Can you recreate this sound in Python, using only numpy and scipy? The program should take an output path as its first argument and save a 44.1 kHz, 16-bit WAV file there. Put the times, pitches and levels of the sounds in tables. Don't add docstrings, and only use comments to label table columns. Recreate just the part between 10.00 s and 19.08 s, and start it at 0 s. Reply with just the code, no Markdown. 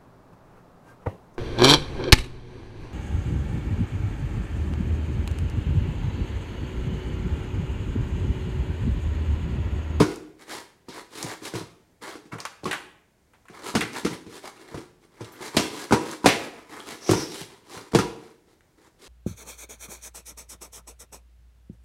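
import sys
import numpy as np
from scipy import signal
from scipy.fft import rfft, irfft
from scipy.io import wavfile
from scipy.ndimage import uniform_filter1d

SR = 44100
rng = np.random.default_rng(int(sys.argv[2]) if len(sys.argv) > 2 else 0)


def store_pcm(level_fs):
    pcm = np.round(np.clip(level_fs, -1, 1) * 32767).astype(np.int16)
    wavfile.write(sys.argv[1], SR, np.atleast_2d(pcm).T)


N = 400428
T = np.arange(N) / SR
HIT_T = T[:SR // 3]

# start in seconds, force in dB, toe lead in seconds, toe, thump, slap
# and crackle trims in dB, centre of the box tone in Hz, delay of the lid's sag in seconds.
JUMPS = [(.006, -15, .017, 1.5, 1, -12, -18, 335, .012),
         (1.553, -32.5, 0.017, 0.5, 1.5, -8.5, -7, 340, 0.052),
         (2.655, -28.5, 0.022, -10, -2, 0.5, -9.5, 350, 0.024),
         (3.751, -19.5, 0.011, -13, -5.5, -7.5, -6, 257, 0.016),
         (4.048, -20, .017, -22, -9, -17, -11, 261, .015),
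         (5.568, -17, 0.021, -16.5, -2, -5, -5, 310, 0.025),
         (5.923, -12.5, .015, -10, -1, -4, -12.5, 345, 0.0094),
         (6.259, -13, 0.017, -8.5, -4.5, 1, -3, 295, .011), (7.111, -15, 0.02, 0, 0, -12.5, -15, 346, .021),
         (7.948, -12, 0.015, -15, 2, -7, -11.5, 330, .039)]
# start in seconds, force in dB, thump trim in dB, slap trim in dB.
TREADS = [(.884, -38.5, -6.5, -6), (1.241, -35, 5, -22), (1.418, -41, -11, -13), (1.613, -51, 10, 9),
          (2.153, -38.5, -27, -7), (2.253, -48, -12, -16), (2.324, -38.5, 3, -5), (2.351, -44.5, 0, 0),
          (3.498, -46, -4, -10), (3.819, -36, 2, -2), (4.107, -42.5, 6.5, -1), (4.264, -42, -6, -13),
          (4.439, -50, -19, 7), (4.714, -46.5, -7, -2), (4.743, -35.5, 2.5, -2.5), (4.771, -36, -18, -16),
          (5.206, -35.5, -0.5, -7), (5.406, -39, -14, -6), (6.913, -52.5, -1, -4), (7.409, -50.5, 10, -20),
          (7.765, -51, 6, -12)]


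def footfalls():
    out = np.zeros(N)
    for s, db, lead_s, toe_db, thump_db, slap_db, crackle_db, box_hz, sag_s in JUMPS:
        toes = soft_blow(db + toe_db, thump_db, slap_db / 2 - 3, crackle_db=-14.5, box_hz=box_hz)
        heels = blow(db, thump_db, slap_db, crackle_db, box_hz)
        sag = blow(db - 9, thump_db, slap_db=-2.5, crackle_db=crackle_db / 2 - 1.5, box_hz=box_hz)
        add(out, s - lead_s, toes)
        add(out, s, heels)
        add(out, s + sag_s, sag)
    for s, db, thump_db, slap_db in TREADS:
        add(out, s, soft_blow(db, thump_db, slap_db, crackle_db=-12.5, box_hz=330))
    return out


# pitch in Hz, relative dB, T60 in seconds.
FLOOR_MODES = [(51.6, -16.5, 0.64), (102, -11, 0.091), (113.2, 0.5, 0.11), (162.4, 6, 0.072)]
# pitch in Hz, relative dB, T60 in seconds.
BOX_MODES = [(219.5, -0.5, 0.065), (290.3, -3.5, 0.08), (323.8, -5, 0.047), (374.7, -7.5, 0.088),
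             (437.3, -5, 0.12), (472.8, -5, 0.1), (384, 0.5, 0.015)]
# pitch in Hz, relative dB, T60 in seconds.
PANEL_MODES = [(617, 3, 0.022), (703, 2.5, 0.028), (823, -5, 0.07), (1025, 4, 0.028), (1190.5, -0.5, 0.028),
               (1390, 7, 0.016), (980, 15, 0.0072)]
# frequency in Hz, gain in dB.
CRACKLE_EQ = [(300, -20.5), (900, -11.5), (1600, -1.5), (2300, -0.5), (3200, -4.5), (5000, -4.5),
              (7000, -9), (10000, -13), (15000, -30)]


def blow(force_db, thump_db, slap_db, crackle_db, box_hz, crumple_s=.015):
    thump = convolve(crumple(crumple_s, loose=.5), ring(FLOOR_MODES, scatter_db=1, bend=.004))
    box = convolve(crumple(crumple_s, loose=.46), ring(BOX_MODES, scatter_db=2.13, bend=.014))
    slap = convolve(crumple(crumple_s, loose=.7), ring(PANEL_MODES, scatter_db=7, bend=.032))
    crackle = equalise(volley(crumple_s, spread_db=3.5), CRACKLE_EQ)
    box = resonance(box, box_hz, width_hz=136)
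    attack_s = np.interp(force_db, [-35, -18], [.008, .0012])
    attack = 3 - np.exp(-HIT_T / attack_s)
    hard_db, share_db, growth = -19.5, -5, .79
    floor_db = hard_db + share_db + growth * (force_db - hard_db) + thump_db
    return (hit_level(attack * band(thump, low_hz=95, high_hz=300), floor_db)
            + hit_level(attack * box, force_db)
            + hit_level(attack * band(slap, low_hz=466, high_hz=1900), force_db + slap_db)
            + hit_level(attack * crackle, force_db + crackle_db))


def soft_blow(force_db, thump_db, slap_db, crackle_db, box_hz, squash_s=.001):
    cushion = 1 - np.exp(-HIT_T / squash_s)
    return cushion * blow(force_db, thump_db, slap_db, crackle_db, box_hz, crumple_s=.02)


def crumple(fade_s, loose):
    force = volley(fade_s, spread_db=6.5)
    force *= loose / np.sqrt(np.sum(force ** 2))
    force[0] += 1
    return force


def ring(modes, scatter_db, bend):
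    out = 0
    for hz, db, t60 in modes:
        strength, detune, lag = rng.standard_normal(3)
        t = np.maximum(HIT_T - .44 * abs(lag) / hz, 0)
        envelope = undb(db + scatter_db * strength - 60 * t / t60)
        out = out + envelope * np.sin(2 * np.pi * hz * (1 + bend * detune) * t)
    return out


# start in seconds, level in dB, centre in Hz, fade in seconds.
SNAPS = [(0.159, -50.5, 6300, 0.0022), (0.887, -48.5, 3970, 0.063), (1.2277, -35, 6200, 0.0021),
         (2.384, -40.5, 900, 0.036), (2.4025, -39.5, 5300, 0.0037), (2.4521, -30.5, 1230, 0.0084),
         (2.453, -42, 5060, 0.0009), (2.643, -45, 4200, 0.003), (2.67, -42, 2180, 0.022),
         (2.7114, -26.5, 1880, 0.0098), (2.729, -27, 1300, 0.021), (3.335, -57, 930, 0.023),
         (3.454, -56.5, 985, 0.013), (3.484, -49, 1500, 0.01), (3.753, -26, 1150, 0.0049),
         (3.808, -24, 1770, 0.018), (5.567, -20.5, 3600, 0.012), (5.245, -48, 3820, 0.0067),
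         (5.322, -54.5, 12500, .02), (6.114, -43.5, 7040, 0.002), (6.286, -22, 2200, 0.039),
         (7.111, -31, 7750, 0.0075), (8.608, -62, 1710, 0.00097)]


def crease_snaps(spit_s=.006):
    out = np.zeros(N)
    for s, db, hz, fade_s in SNAPS:
        width_hz = 1530 * (hz / 2000) ** .51
        breaks = volley(fade_s, spread_db=1.5)
        board = resonance(resonance(breaks, hz, width_hz), hz, 3 * width_hz)
        spit = band(breaks * np.exp(-HIT_T / spit_s), low_hz=4000, high_hz=9500)
        add(out, s, hit_level(board, db) + hit_level(spit, db - 12))
    return out


# peak time, rise and fall
# in seconds, strength in dB, balance of sock over board in dB.
STROKES = [(.13, .07, 0.021, -48.5, 2), (.415, 0.017, .025, -53, 0), (.53, 0.032, 0.054, -39.5, 1.5),
           (0.978, 0.05, 0.033, -45, -1), (1.2, 0.048, 0.021, -43, 6.5), (1.31, 0.076, 0.027, -40, -2),
           (1.465, 0.025, 0.021, -37.5, 5), (1.58, 0.031, 0.019, -41, 4), (2.032, .01, 0.037, -42.5, -1.5),
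           (2.1, 0.024, 0.032, -44, -2), (2.33, 0.0077, 0.015, -44.5, -10), (3.55, 0.019, 0.088, -50.5, -4),
           (3.685, 0.031, 0.023, -38, 3), (3.976, 0.034, 0.025, -37.5, -0.5),
           (4.135, 0.027, 0.017, -43.5, 2), (4.36, 0.044, 0.026, -47.5, 4), (4.465, 0.027, 0.029, -45, 0.5),
           (4.62, 0.05, 0.011, -55.5, 1), (4.77, 0.1, 0.061, -53, -1.5), (5.05, 0.026, 0.0091, -63.5, 1.5),
           (5.281, 0.096, 0.18, -54.5, -3.5), (5.47, 0.043, 0.018, -39, 1.5),
           (5.66, 0.082, 0.015, -41.5, 2.5), (5.821, 0.085, 0.032, -39.5, 1), (6.115, 0.071, .035, -41, 1),
           (6.44, 0.04, .03, -42.5, -2), (6.58, 0.05, 0.047, -52.5, -5.5), (6.76, 0.047, 0.052, -44.5, -4),
           (6.919, 0.048, 0.031, -41.5, 1.5), (7.188, 0.1, 0.041, -39, 5), (7.409, 0.1, 0.03, -43, 9),
           (7.509, .025, 0.06, -56.5, 0), (7.772, 0.062, 0.038, -45, 2), (7.88, .03, 0.0097, -56, -0.5),
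           (8.239, .05, 0.063, -57.5, -0.5), (8.53, 0.043, 0.014, -66, 3), (8.79, 0.01, 0.017, -65, 0.5),
           (8.859, 0.029, 0.02, -60.5, 1), (9.06, 0.038, .04, -52.5, 8)]
# frequency in Hz, gain in dB.
SCUFF_EQ = [(300, -19.5), (600, 1.5), (1000, 3), (1500, -2), (2200, 0.5), (3200, -31), (6000, -19.5)]
# frequency in Hz, gain in dB.
KNIT_EQ = [(1200, 3.5), (2500, 2), (4000, 0.5), (6000, -6), (8500, -5), (11000, -4.5), (13000, -10),
           (15000, -12)]
# frequency in Hz, gain in dB.
GROAN_EQ = [(40, -26.5), (110, -8.5), (200, -5), (310, 5.5), (430, 5), (560, -5), (900, -38)]


def rubbing():
    grip = undb(1.1 * drift(90) + 2.1 * drift(450))
    slips = equalise(grip * grains(N, spread_db=5.5), SCUFF_EQ)
    panels_hz = np.geomspace(600, 2800, num=7)
    rasp = sum(resonance(slips, hz, hz / 4) * undb(2.8 * drift(30)) for hz in panels_hz)
    scuff = unit(resonance(rasp, hz=1220, width_hz=1342))
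    knit = equalise(grip * grains(N, spread_db=6), KNIT_EQ)
    hiss = unit(resonance(knit, hz=5780, width_hz=5780)) * undb(-3.5)
    groan = unit(equalise(grip * grains(N, spread_db=5.5), GROAN_EQ))
    ahead_s, brush_s = .025, .0043
    brushes = [(s - ahead_s, brush_s, brush_s, db - 34, 0) for s, db, *_ in JUMPS]
    effort, on_board, on_sock = np.zeros((3, N))
    for s, rise_s, fall_s, db, sock_db in STROKES + brushes:
        speed = undb(db) * swell(s, rise_s, fall_s)
        effort += speed
        on_board += speed * undb(-sock_db / 2)
        on_sock += speed * undb(sock_db / 2)
    usual_stroke_db = -44
    murmur = undb(-46) * (effort / undb(usual_stroke_db)) ** .76
    wobble = sum(undb(db - 30.5) * swell(s + .1, rise_s=.046, fall_s=.056) for s, db, *_ in JUMPS)
    return on_board * scuff + on_sock * hiss + effort * fibre_ticks() + (murmur + wobble) * groan


def fibre_ticks(per_s=53, spread_db=3, q=12):
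    pitches_hz = np.geomspace(949, 9100, num=12)
    out = 0
    for hz in pitches_hz:
        caught = rng.random(N) < per_s / len(pitches_hz) / SR
        clicks = caught * undb(spread_db * rng.standard_normal(N))
        out = out + resonance(clicks, hz, hz / q) / np.sqrt(hz)
    return unit(out) * undb(-11)


# time in seconds, gain in dB, centre in Hz.
SKID = [(6.999, -76, 5540), (7.055, -40.5, 5750), (7.11, -33, 5860), (7.149, -35.5, 5710),
        (7.198, -33, 5530), (7.261, -47, 5370), (7.34, -50, 5370)]


def tape_skid(flutter_hz=500):
    s, db, hz = np.transpose(SKID)
    lowpass = signal.butter(2, flutter_hz, fs=SR, output="sos")
    flutter = unit(signal.sosfilt(lowpass, rng.standard_normal(N)))
    zip_tone = np.sin(2 * np.pi * np.cumsum(np.interp(T, s, hz)) / SR)
    return flutter * zip_tone * np.interp(T, s, undb(db), left=0, right=0)


# frequency in Hz, T60 in seconds.
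ROOM_T60 = [(80, 0.42), (210, 0.73), (450, 0.7147), (1200, 0.5071), (2400, 0.6255), (4500, 0.4639),
            (10000, 0.45), (15000, 0.48)]
# frequency in Hz, gain in dB.
ROOM_EQ = [(60, -4), (180, -10.5), (400, -5.5), (800, -4), (2300, -3.5), (5000, -0.5), (14000, -0.5)]


def kitchen_echo(x, early_db, tail_db):
    t = T[:SR]
    hz = np.fft.rfftfreq(SR, 1 / SR)
    spectrum = rfft(rng.standard_normal(SR))
    centres, t60s = np.transpose(ROOM_T60)
    tail = 0
    for t60, share in zip(t60s, np.eye(len(t60s))):
        noise_band = irfft(spectrum * curve_at(hz, np.c_[centres, share]))
        tail = tail + noise_band * undb(-60 * t / t60)
    tail *= 1 - np.exp(-t / .004)
    early = np.zeros(SR)
    for lag_s, sign in zip(rng.uniform(.002, .026, size=24), rng.choice([-1, 1], size=24)):
        early[int(lag_s * SR)] += sign * np.exp(-lag_s / .019)
    response = (undb(early_db) * unit(early) + undb(tail_db) * unit(tail)) / np.sqrt(SR)
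    echo = convolve(x, equalise(response, ROOM_EQ))
    path_s = .002 + .0006 * drift(1.5)
    return np.interp(T - path_s, T, echo)


# pitch in Hz, relative dB, T60 in seconds.
SYMPATHETIC_MODES = [(2090, -4.5, 0.79), (2510, -4.5, 0.19), (2460, 9.5, 0.26)]


def sympathetic_ring(x):
    t = T[:SR]
    response = sum(undb(db - 60 * t / t60) * np.sin(2 * np.pi * hz * t)
                   for hz, db, t60 in SYMPATHETIC_MODES)
    return convolve(x, unit(response) / np.sqrt(SR)) * undb(-32)


# frequency in Hz, gain in dB.
HOUSE_EQ = [(15, -41), (25, -4.5), (106, -2), (243, -7.5), (394, -9.5), (927, -17), (1240, -21.5),
            (1500, -20.5), (2240, -21.5), (2500, -27), (7090, -27.5), (11500, -32.5), (15000, -34.5)]


def house_air():
    return unit(equalise(rng.standard_normal(N), HOUSE_EQ)) * undb(-64.5 + .92 * drift(3.8))


def grains(count, spread_db):
    return unit(rng.standard_normal(count) * undb(spread_db * rng.standard_normal(count)))


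def volley(fade_s, spread_db):
    return grains(len(HIT_T), spread_db) * np.exp(-HIT_T / fade_s)


def swell(s, rise_s, fall_s):
    out = np.zeros(N)
    near = slice(*np.searchsorted(T, [s - .3, s + .3]))
    t = T[near] - s
    width_s = np.where(t < 0, rise_s, fall_s)
    out[near] = np.exp(-np.abs(t / width_s) ** 2.3 / 2)
    return out


def drift(per_s):
    knots = rng.standard_normal(N // 20)
    return np.interp(T * per_s, np.arange(len(knots)), knots) * np.sqrt(3 / 2)


def undb(db):
    return 10 ** (np.asarray(db) / 20)


def unit(x):
    return x / np.sqrt(np.mean(x ** 2))


def hit_level(x, db):
    power = uniform_filter1d(x ** 2, size=530, mode="constant")
    return x * undb(db) / np.sqrt(power.max())


def add(track, s, sound):
    start = max(int(s * SR), 0)
    track[start:start + len(sound)] += sound[:N - start]


def convolve(x, response):
    return signal.fftconvolve(x, response)[:len(x)]


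def curve_at(hz, points):
    point_hz, value = np.transpose(points)
    return np.interp(np.log(hz + 1), np.log(point_hz), value)


def equalise(x, points, size=2048):
    gain = undb(curve_at(np.fft.rfftfreq(size, 1 / SR), points))
    cepstrum = irfft(np.log(gain))
    cepstrum[1:size // 2] *= 2
    cepstrum[size // 2 + 1:] = 0
    return convolve(x, irfft(np.exp(rfft(cepstrum))))


def resonance(x, hz, width_hz):
    q = hz / min(width_hz, SR / 3)
    return signal.lfilter(*signal.iirpeak(hz, q, fs=SR), x)


def band(x, low_hz, high_hz):
    return signal.sosfilt(signal.butter(2, [low_hz, high_hz], "bandpass", fs=SR, output="sos"), x)


def scene():
    friction = rubbing() + tape_skid()
    front, back = (footfalls() + crease_snaps() + friction for _ in range(2))
    echo = kitchen_echo(front, early_db=-12, tail_db=-12) + kitchen_echo(back, early_db=-7, tail_db=-6)
    return (front + echo + sympathetic_ring(front) + house_air())[None]


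def record(dry):
    top_hz = 15800
    lowpass = signal.ellip(8, .2, 70, top_hz, fs=SR, output="sos")
    return signal.sosfilt(lowpass, np.clip(dry, -1, 1))


dry = scene()
out = record(dry)
store_pcm(out)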